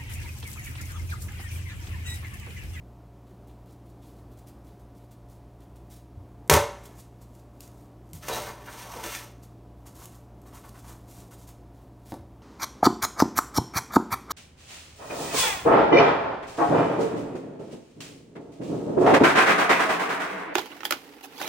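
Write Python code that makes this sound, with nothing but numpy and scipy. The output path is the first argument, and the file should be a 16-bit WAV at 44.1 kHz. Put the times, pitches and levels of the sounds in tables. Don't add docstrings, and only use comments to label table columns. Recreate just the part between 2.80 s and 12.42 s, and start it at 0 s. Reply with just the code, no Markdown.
import sys
import numpy as np
from scipy import signal
from scipy.fft import rfft, irfft
from scipy.io import wavfile
from scipy.ndimage import uniform_filter1d

SR = 44100
rng = np.random.default_rng(int(sys.argv[2]) if len(sys.argv) > 2 else 0)


def file_out(sig):
    cols = np.atleast_2d(sig).T
    lim = np.clip(cols, -1, 1)
    pcm = np.round(lim * 32767).astype(np.int16)
    wavfile.write(sys.argv[1], SR, pcm)


N = 424241


def undb(db):
    return 10 ** (np.asarray(db) / 20)


def unit_rms(x):
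    return x / np.sqrt(np.mean(x ** 2))


def seconds(length_s):
    return np.arange(max(int(length_s * SR), 2)) / SR


def decay(t, t60_s):
    return np.exp(-np.log(1000) * t / t60_s)


def add(track, time_s, sound):
    i = int(time_s * SR)
    track[i:i + len(sound)] += sound[:N - i]


def on_log_axis(hz, points):
    point_hz, value = np.transpose(points)
    return np.interp(np.log(np.maximum(hz, 1)), np.log(point_hz), value)


def ring(x, response):
    return signal.fftconvolve(x, response / np.linalg.norm(response))[:N]


def colour(x, spectrum, size=8192):
    hz = np.arange(size // 2 + 1) * SR / size
    cepstrum = irfft(np.log(undb(on_log_axis(hz, spectrum))))
    cepstrum[1:size // 2] *= 2
    cepstrum[size // 2 + 1:] = 0
    return ring(x, irfft(np.exp(rfft(cepstrum))))


def whiten(burst):
    phase = np.angle(rfft(burst, 2 * len(burst)))
    flat = irfft(np.exp(1j * phase))[:len(burst)]
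    flat *= np.linspace(1, 0, len(burst)) ** 2
    return flat * np.linalg.norm(burst) / np.linalg.norm(flat)


def modes(table, polarity):
    t = seconds(1)
    return sum(polarity ** k * undb(db) * decay(t, t60_s) * np.sin(2 * np.pi * hz * t)
               for k, (hz, db, t60_s) in enumerate(table))


def wander(rate_hz):
    hold = max(int(SR / rate_hz), 1)
    steps = np.repeat(rng.standard_normal(N // hold + 1), hold)
    return unit_rms(uniform_filter1d(steps, hold)[:N])


def envelope(points):
    time_s, db = np.transpose(points)
    return undb(np.interp(np.arange(N) / SR, time_s, db, left=-np.inf, right=-np.inf))


def friction(slips_per_s, spread_db, judder_db, judder_hz):
    slips = (rng.random(N) < slips_per_s / SR) * np.sign(rng.standard_normal(N))
    size_db = spread_db * (2 * rng.random(N) - 1) + judder_db * wander(judder_hz)
    return unit_rms(slips * undb(size_db))


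def rubs(strokes, pressure, hiss_spectrum, body_spectrum, slips_per_s, judder_db, skew, crackle_db):
    level = np.zeros(N)
    for time_s, length_s, db in strokes:
        swell = np.sin(np.pi * (seconds(length_s) / length_s) ** skew) ** 1.1
        add(level, time_s, undb(db) * unit_rms(swell))
    hiss = level * friction(slips_per_s, spread_db=5, judder_db=judder_db, judder_hz=75)
    body = level * pressure * friction(slips_per_s, spread_db=5, judder_db=judder_db, judder_hz=75)
    lingering = uniform_filter1d(level, int(0.2 * SR))
    crackle = lingering * friction(slips_per_s=950, spread_db=13, judder_db=0.5, judder_hz=40)
    return colour(hiss + undb(crackle_db) * crackle, hiss_spectrum) + colour(body, body_spectrum)


# (frequency [Hz], level [dB])
HUM_TONES = [(59.0, -54.5), (117.9, -53), (177.6, -68), (281, -64), (587.5, -69.5), (706, -66.5),
             (930, -78.5), (990.5, -76), (1119, -84)]
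# (frequency [Hz], relative level [dB])
FAN_SPECTRUM = [(22, -22), (35, -11.5), (50, 1.5), (70, -4), (100, -4.5), (145, -10), (200, -4.5),
                (245, -8.5), (310, -5.5), (500, -14.5), (750, -15.5), (1100, -21.5), (1600, -31.5),
                (4000, -45.5)]
AIR_SPECTRUM = [(1000, 6.5), (3000, 7.5), (6000, 2.5), (10000, -5), (16000, -7)]


def appliance():
    hum, t = np.zeros(N), np.arange(N) / SR
    for hz, db in HUM_TONES:
        amplitude = np.sqrt(2) * undb(db + 0.6 * wander(3.8))
        phase = 2 * np.pi * (hz * t + rng.random()) + 0.15 * wander(1.3)
        hum += amplitude * np.sin(phase)
    fan = undb(-52 + 0.87 * wander(4.8)) * colour(rng.standard_normal(N), FAN_SPECTRUM)
    hiss = undb(-74.5) * colour(rng.standard_normal(N), AIR_SPECTRUM)
    return hum + fan + hiss


# (frequency [Hz], t60 [s])
ROOM_DECAY = [(100, .27), (500, .34), (2000, .36), (6000, .35), (15000, 0.22)]


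def room_reverb(x, wet_db, onset_s, late_db, late_t60_s):
    t = seconds(0.9)
    spectrum = rfft(rng.standard_normal(len(t)))
    hz = np.arange(len(spectrum)) * SR / len(t)
    octaves_hz = 62.5 * 2 ** np.arange(9)
    tail = np.zeros(len(t))
    for centre_hz in octaves_hz:
        band = on_log_axis(hz, np.c_[octaves_hz, octaves_hz == centre_hz])
        tail += irfft(spectrum * band, len(t)) * decay(t, on_log_axis(centre_hz, ROOM_DECAY))
    lowpass = signal.butter(1, 4000, fs=SR, output="sos")
    late = signal.sosfilt(lowpass, rng.standard_normal(len(t))) * decay(t, late_t60_s)
    response = (tail + undb(late_db) * late) * (1 - np.exp(-t / onset_s))
    return x + undb(wet_db) * ring(x, response)


# (delay [s], level [dB])
EARLY_ECHOES = [(.0011, -29), (.0029, -16), (.0047, -13.5)]


def early_echoes(x):
    echoes = np.zeros(N)
    for delay_s, db in EARLY_ECHOES:
        add(echoes, delay_s, undb(db) * x)
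    return x + signal.sosfilt(signal.butter(2, 1300, "high", fs=SR, output="sos"), echoes)


# (time [s], length [s], level [dB])
PALM_STROKES = [(.46, 0.12, -73.5), (0.668, 0.065, -65), (0.853, .12, -66.5), (1.05, 0.099, -73),
                (1.217, 0.14, -64), (1.35, 0.085, -69), (1.51, .04, -66.5), (1.569, 0.052, -63),
                (1.665, 0.051, -60.5), (1.84, 0.13, -67.5), (1.99, .05, -67), (2.145, 0.15, -68.5),
                (2.309, 0.048, -62), (2.48, 0.12, -67), (2.798, 0.068, -66), (2.953, 0.046, -64),
                (3.095, 0.13, -59), (8.94, 0.16, -71), (9.252, 0.12, -56)]
# (frequency [Hz], relative level [dB])
SKIN_HISS_SPECTRUM = [(1200, -8), (3000, -5), (6000, 1), (10000, 0), (13000, -0.5), (16000, -2)]
SKIN_BODY_SPECTRUM = [(500, -2.5), (1400, 2), (2500, 0), (4000, 2.5), (8000, -30)]


def dough_rolling():
    return rubs(PALM_STROKES, undb(-6.5), SKIN_HISS_SPECTRUM, SKIN_BODY_SPECTRUM,
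                slips_per_s=2000, judder_db=2.5, skew=0.55, crackle_db=-8)


# (time [s], length [s], level
# [dB])
PAPER_STROKES = [(4.03, .06, -54), (4.15, 0.092, -57.5), (4.4, 0.052, -58), (4.53, 0.1, -64),
                 (4.79, .11, -58.5), (4.91, 0.18, -65.5), (5.33, 0.07, -53.5), (6.615, .06, -59),
                 (7.055, 0.051, -56.5), (7.14, 0.16, -55), (7.31, 0.092, -57.5), (7.65, 0.062, -61),
                 (7.72, 0.1, -54), (7.83, .09, -57.5), (7.94, 0.077, -56), (8.04, 0.14, -54.5),
                 (8.265, 0.098, -57), (8.34, .12, -54.5), (8.505, 0.054, -52), (8.575, 0.096, -60.5),
                 (8.67, 0.053, -53.5)]
# (time [s], body re hiss [dB])
HAND_PRESSURE = [(4, -6), (6.6, -11), (7.22, 0), (7.36, -5.5), (7.72, 2), (8.13, 5), (8.28, -7.5),
                 (8.75, -2)]
# (frequency [Hz], relative level [dB])
PAPER_HISS_SPECTRUM = [(1180, -48), (2000, -5), (2760, -5.5), (3060, -4.5), (3940, -3.5), (4820, -3.5),
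                       (6880, 1), (10400, -2.5), (13800, -2), (16000, -9)]
PAPER_BODY_SPECTRUM = [(400, -2.5), (750, -3.5), (980, 9), (1400, 0.5), (2000, -6.5), (4000, -16),
                       (8000, -26)]


def paper_rustle():
    return rubs(PAPER_STROKES, envelope(HAND_PRESSURE), PAPER_HISS_SPECTRUM, PAPER_BODY_SPECTRUM,
                slips_per_s=4200, judder_db=3, skew=0.69, crackle_db=-6.5)


# (time [s], level [dB])
CRINKLES = [(3.677, -49), (4.056, -43), (4.806, -37.5), (4.877, -47.5), (5.333, -36.5), (7.256, -37.5),
            (7.617, -55.5), (7.892, -43), (8.69, -45), (9.340, -43.5)]


def snaps(decay_s, unstick_delay_s):
    bursts, t = np.zeros(N), seconds(0.03)
    unsticking = [(time_s + unstick_delay_s, db + 4 + 3 * rng.uniform(-1.1, 1))
                  for time_s, _, db in PALM_STROKES]
    for time_s, db in CRINKLES + unsticking:
        add(bursts, time_s, undb(db) * np.exp(-t / decay_s) * rng.standard_normal(len(t)))
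    return colour(bursts, PAPER_HISS_SPECTRUM)


# (time [s], level [dB], frequency [Hz])
COUNTER_BUMPS = [(3.369, -32.5, 91), (3.703, -15, 145), (3.710, -26.5, 244), (3.723, -14, 79.4),
                 (3.754, -21.5, 105), (5.331, -36.5, 161), (5.334, -35.5, 90.3), (5.447, -39, 126),
                 (6.240, -45.5, 204), (6.245, -39, 330), (9.018, -41, 121.5), (9.391, -38, 84)]


def counter_thuds(rise_s, t60_s):
    out, t = np.zeros(N), seconds(0.5)
    swing = (1 - np.exp(-t / rise_s)) * decay(t, t60_s)
    for time_s, db, hz in COUNTER_BUMPS:
        add(out, time_s, undb(db) * swing * np.sin(2 * np.pi * hz * t))
    return out


# (time [s], level [dB], contact decay [s], relative click level [dB])
BOARD_KNOCKS = [(9.3214, -29.5, .00018, -5.5), (9.33, -31.5, 0.00062, -30), (9.3414, -33, 0.0004, -10)]
# (frequency [Hz], level [dB], t60 [s])
BOARD_MODES = [(244, -20.5, 0.12), (320, 6, 0.17), (398, -5, 0.11), (563, 7, 0.037), (770, 8.5, 0.04),
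               (890, 15, 0.011), (1113, -26, 0.03), (1880, -14, .04)]
# (frequency [Hz], relative level [dB])
CLICK_SPECTRUM = [(600, 0), (1500, 7), (2600, -7), (4000, 1), (6500, -11), (9000, -18), (16000, -16)]


def board_knocks(click_decay_s):
    force, click, t = np.zeros(N), np.zeros(N), seconds(0.03)
    for time_s, db, contact_s, click_db in BOARD_KNOCKS:
        push = np.exp(-t / contact_s)
        add(force, time_s, undb(db) * push / np.linalg.norm(push))
        burst = np.exp(-t / click_decay_s) * rng.standard_normal(len(t))
        add(click, time_s, undb(db + click_db) * burst)
    body = ring(force, modes(BOARD_MODES, polarity=1))
    return undb(12) * body + colour(click, CLICK_SPECTRUM)


# (time [s], length [s], centre [Hz], bandwidth [Hz],
# level [dB])
RIM_CATCHES = [(5.427, 0.023, 1700, 1400, -48), (5.481, 0.13, 935, 256, -38),
               (5.497, 0.066, 3990, 120, -39.5), (5.525, 0.19, 626, 110, -43.5),
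               (5.862, 0.047, 1600, 453, -41.5), (5.944, 0.32, 970, 200, -44),
               (6.135, 0.057, 463, 129, -40.5), (6.311, 0.058, 2260, 600, -44),
               (6.349, 0.0027, 2410, 2000, -37.5)]


def rim_catches(spread_db):
    out, t = np.zeros(N), seconds(0.021)
    for time_s, length_s, hz, width_hz, db in RIM_CATCHES:
        grip = np.sin(np.pi * seconds(length_s) / length_s)
        slips = rng.standard_normal(len(grip)) * undb(spread_db * rng.standard_normal(len(grip)))
        resonance = np.exp(-np.pi * width_hz * t) * np.sin(2 * np.pi * hz * t)
        add(out, time_s, undb(db) * unit_rms(np.convolve(grip * slips, resonance)))
    return out


# (frequency [Hz], level [dB], t60 [s])
TRAY_MODES = [(340, -9, .28), (394, -7, .2), (427, -6, .2), (447, -1, .26), (463, -3, .24), (524, -6, .2),
              (543, -1, .29), (574, 0, .29), (612, -1.5, .31), (762, -6, .24), (787, -3, .27),
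              (868, -2, .21), (908, -5, .2), (936, -3, .22), (996, -2, .35), (1043, -8, .36),
              (1100, -8, .22), (1222, -3, .2), (1335, -10, .18), (1495, -8, .17), (1538, -10, .18),
              (1662, -8, .15), (1782, -9, .15), (1925, -12, .17), (2035, -12, .17), (2113, -11, .16),
              (2406, -12, .13), (2610, -13, .13), (3270, -14, .13), (3981, -13, .15)]
# (frequency [Hz], relative level [dB])
SHEET_SPECTRUM = [(100, -14), (200, -5), (280, -4), (420, 0.5), (650, -1.5), (1000, 2), (1250, -4.5),
                  (1600, -6), (3000, -16.5), (8000, -29.5)]


def tray_body(force, sheet_db):
    strong = ring(force, modes(TRAY_MODES, polarity=-1))
    return strong + undb(sheet_db) * colour(force, SHEET_SPECTRUM)


# (time [s], grit level [dB], grind level [dB])
TRAY_PUSHES = [
    [(5.41, -62, -69), (5.428, -50, -43), (5.476, -43.5, -49), (5.488, -39, -29.5), (5.518, -44, -33),
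     (5.532, -39, -37), (5.678, -47, -38), (5.764, -63.5, -44.5), (5.84, -60, -49)],
    [(5.84, -57, -53), (5.892, -50.5, -43.5), (6.108, -50.5, -48), (6.172, -49, -41), (6.226, -49.5, -50),
     (6.24, -41, -39), (6.36, -39, -59), (6.392, -45, -44), (6.53, -70.5, -68)],
]
# (frequency [Hz], relative level [dB])
GRIT_SPECTRUM = [(300, -14), (1000, 3), (2200, 2), (3500, -0.5), (4900, -3), (6100, 2.5), (7500, -4.5),
                 (9000, -1.5), (10300, -8), (12500, -3), (16000, -8)]


def tray_scrape():
    grit_level = sum(envelope([(s, db) for s, db, _ in push]) for push in TRAY_PUSHES)
    grind_level = sum(envelope([(s, db) for s, _, db in push]) for push in TRAY_PUSHES)
    grind = grind_level * friction(slips_per_s=2000, spread_db=10.5, judder_db=4, judder_hz=70)
    flour = unit_rms(rng.standard_normal(N) * undb(2.4 * wander(120)))
    cracks = undb(-7) * friction(slips_per_s=260, spread_db=3, judder_db=2.5, judder_hz=30)
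    grit = colour(grit_level * (flour + cracks), GRIT_SPECTRUM)
    rumble = colour(grind, [(60, -4), (150, -2), (330, -4), (700, -24), (3000, -55)])
    return undb(-7.5) * tray_body(grind, sheet_db=1.5) + undb(-16) * rumble + undb(1) * grit


# (time [s], level [dB], relative clash level [dB])
TRAY_BLOWS = [(3.6975, -10.5, 6), (3.737, -12.5, 4), (5.484, -27, 0), (6.239, -33, 0.5)]
# (delay [s], body level [dB], clash level [dB], decay [s])
BLOW_CONTACTS = [(0, 0.5, -0.5, .004), (0.0134, -2.5, -15.5, .011), (.027, -6.5, -13.5, .009)]
# (frequency [Hz], relative level [dB])
CLASH_SPECTRUM = [(150, -10), (400, 1), (1000, -4), (2100, -2), (3000, -7.5), (4800, -10), (6200, -4.5),
                  (7500, -9), (10500, -11.5), (13000, -12.5), (16000, -16)]


def tray_slaps():
    force, clash, t = np.zeros(N), np.zeros(N), seconds(0.15)
    for time_s, db, bright_db in TRAY_BLOWS:
        for delay_s, body_db, clash_db, decay_s in BLOW_CONTACTS:
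            chatter = undb(db) * np.exp(-t / decay_s) * rng.standard_normal((2, len(t)))
            add(force, time_s + delay_s, undb(body_db) * whiten(chatter[0]))
            add(clash, time_s + delay_s, undb(clash_db + bright_db) * whiten(chatter[1]))
    return undb(-1.5) * tray_body(force, sheet_db=-1.5) + colour(clash, CLASH_SPECTRUM)


def scene():
    dough = undb(-3.5) * dough_rolling()
    paper = undb(-3) * paper_rustle()
    tray = tray_slaps() + tray_scrape() + undb(-5.5) * rim_catches(spread_db=3.5)
    ticks = snaps(decay_s=0.0019, unstick_delay_s=0.007)
    board = board_knocks(click_decay_s=0.00068)
    handling = early_echoes(tray + dough + paper + ticks + board)
    room = room_reverb(handling, wet_db=-6, onset_s=0.0047, late_db=-16.5, late_t60_s=0.9)
    mono = room + counter_thuds(rise_s=0.0068, t60_s=0.24) + appliance()
    return np.array([mono, mono])


def record(dry):
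    highpass = signal.butter(2, 32, "high", fs=SR, output="sos")
    lowpass = signal.ellip(12, 0.2, 90, 15800, fs=SR, output="sos")
    rounded = np.tanh(signal.sosfilt(highpass, dry))
    return signal.sosfilt(lowpass, rounded)


dry = scene()
out = record(dry)
file_out(out)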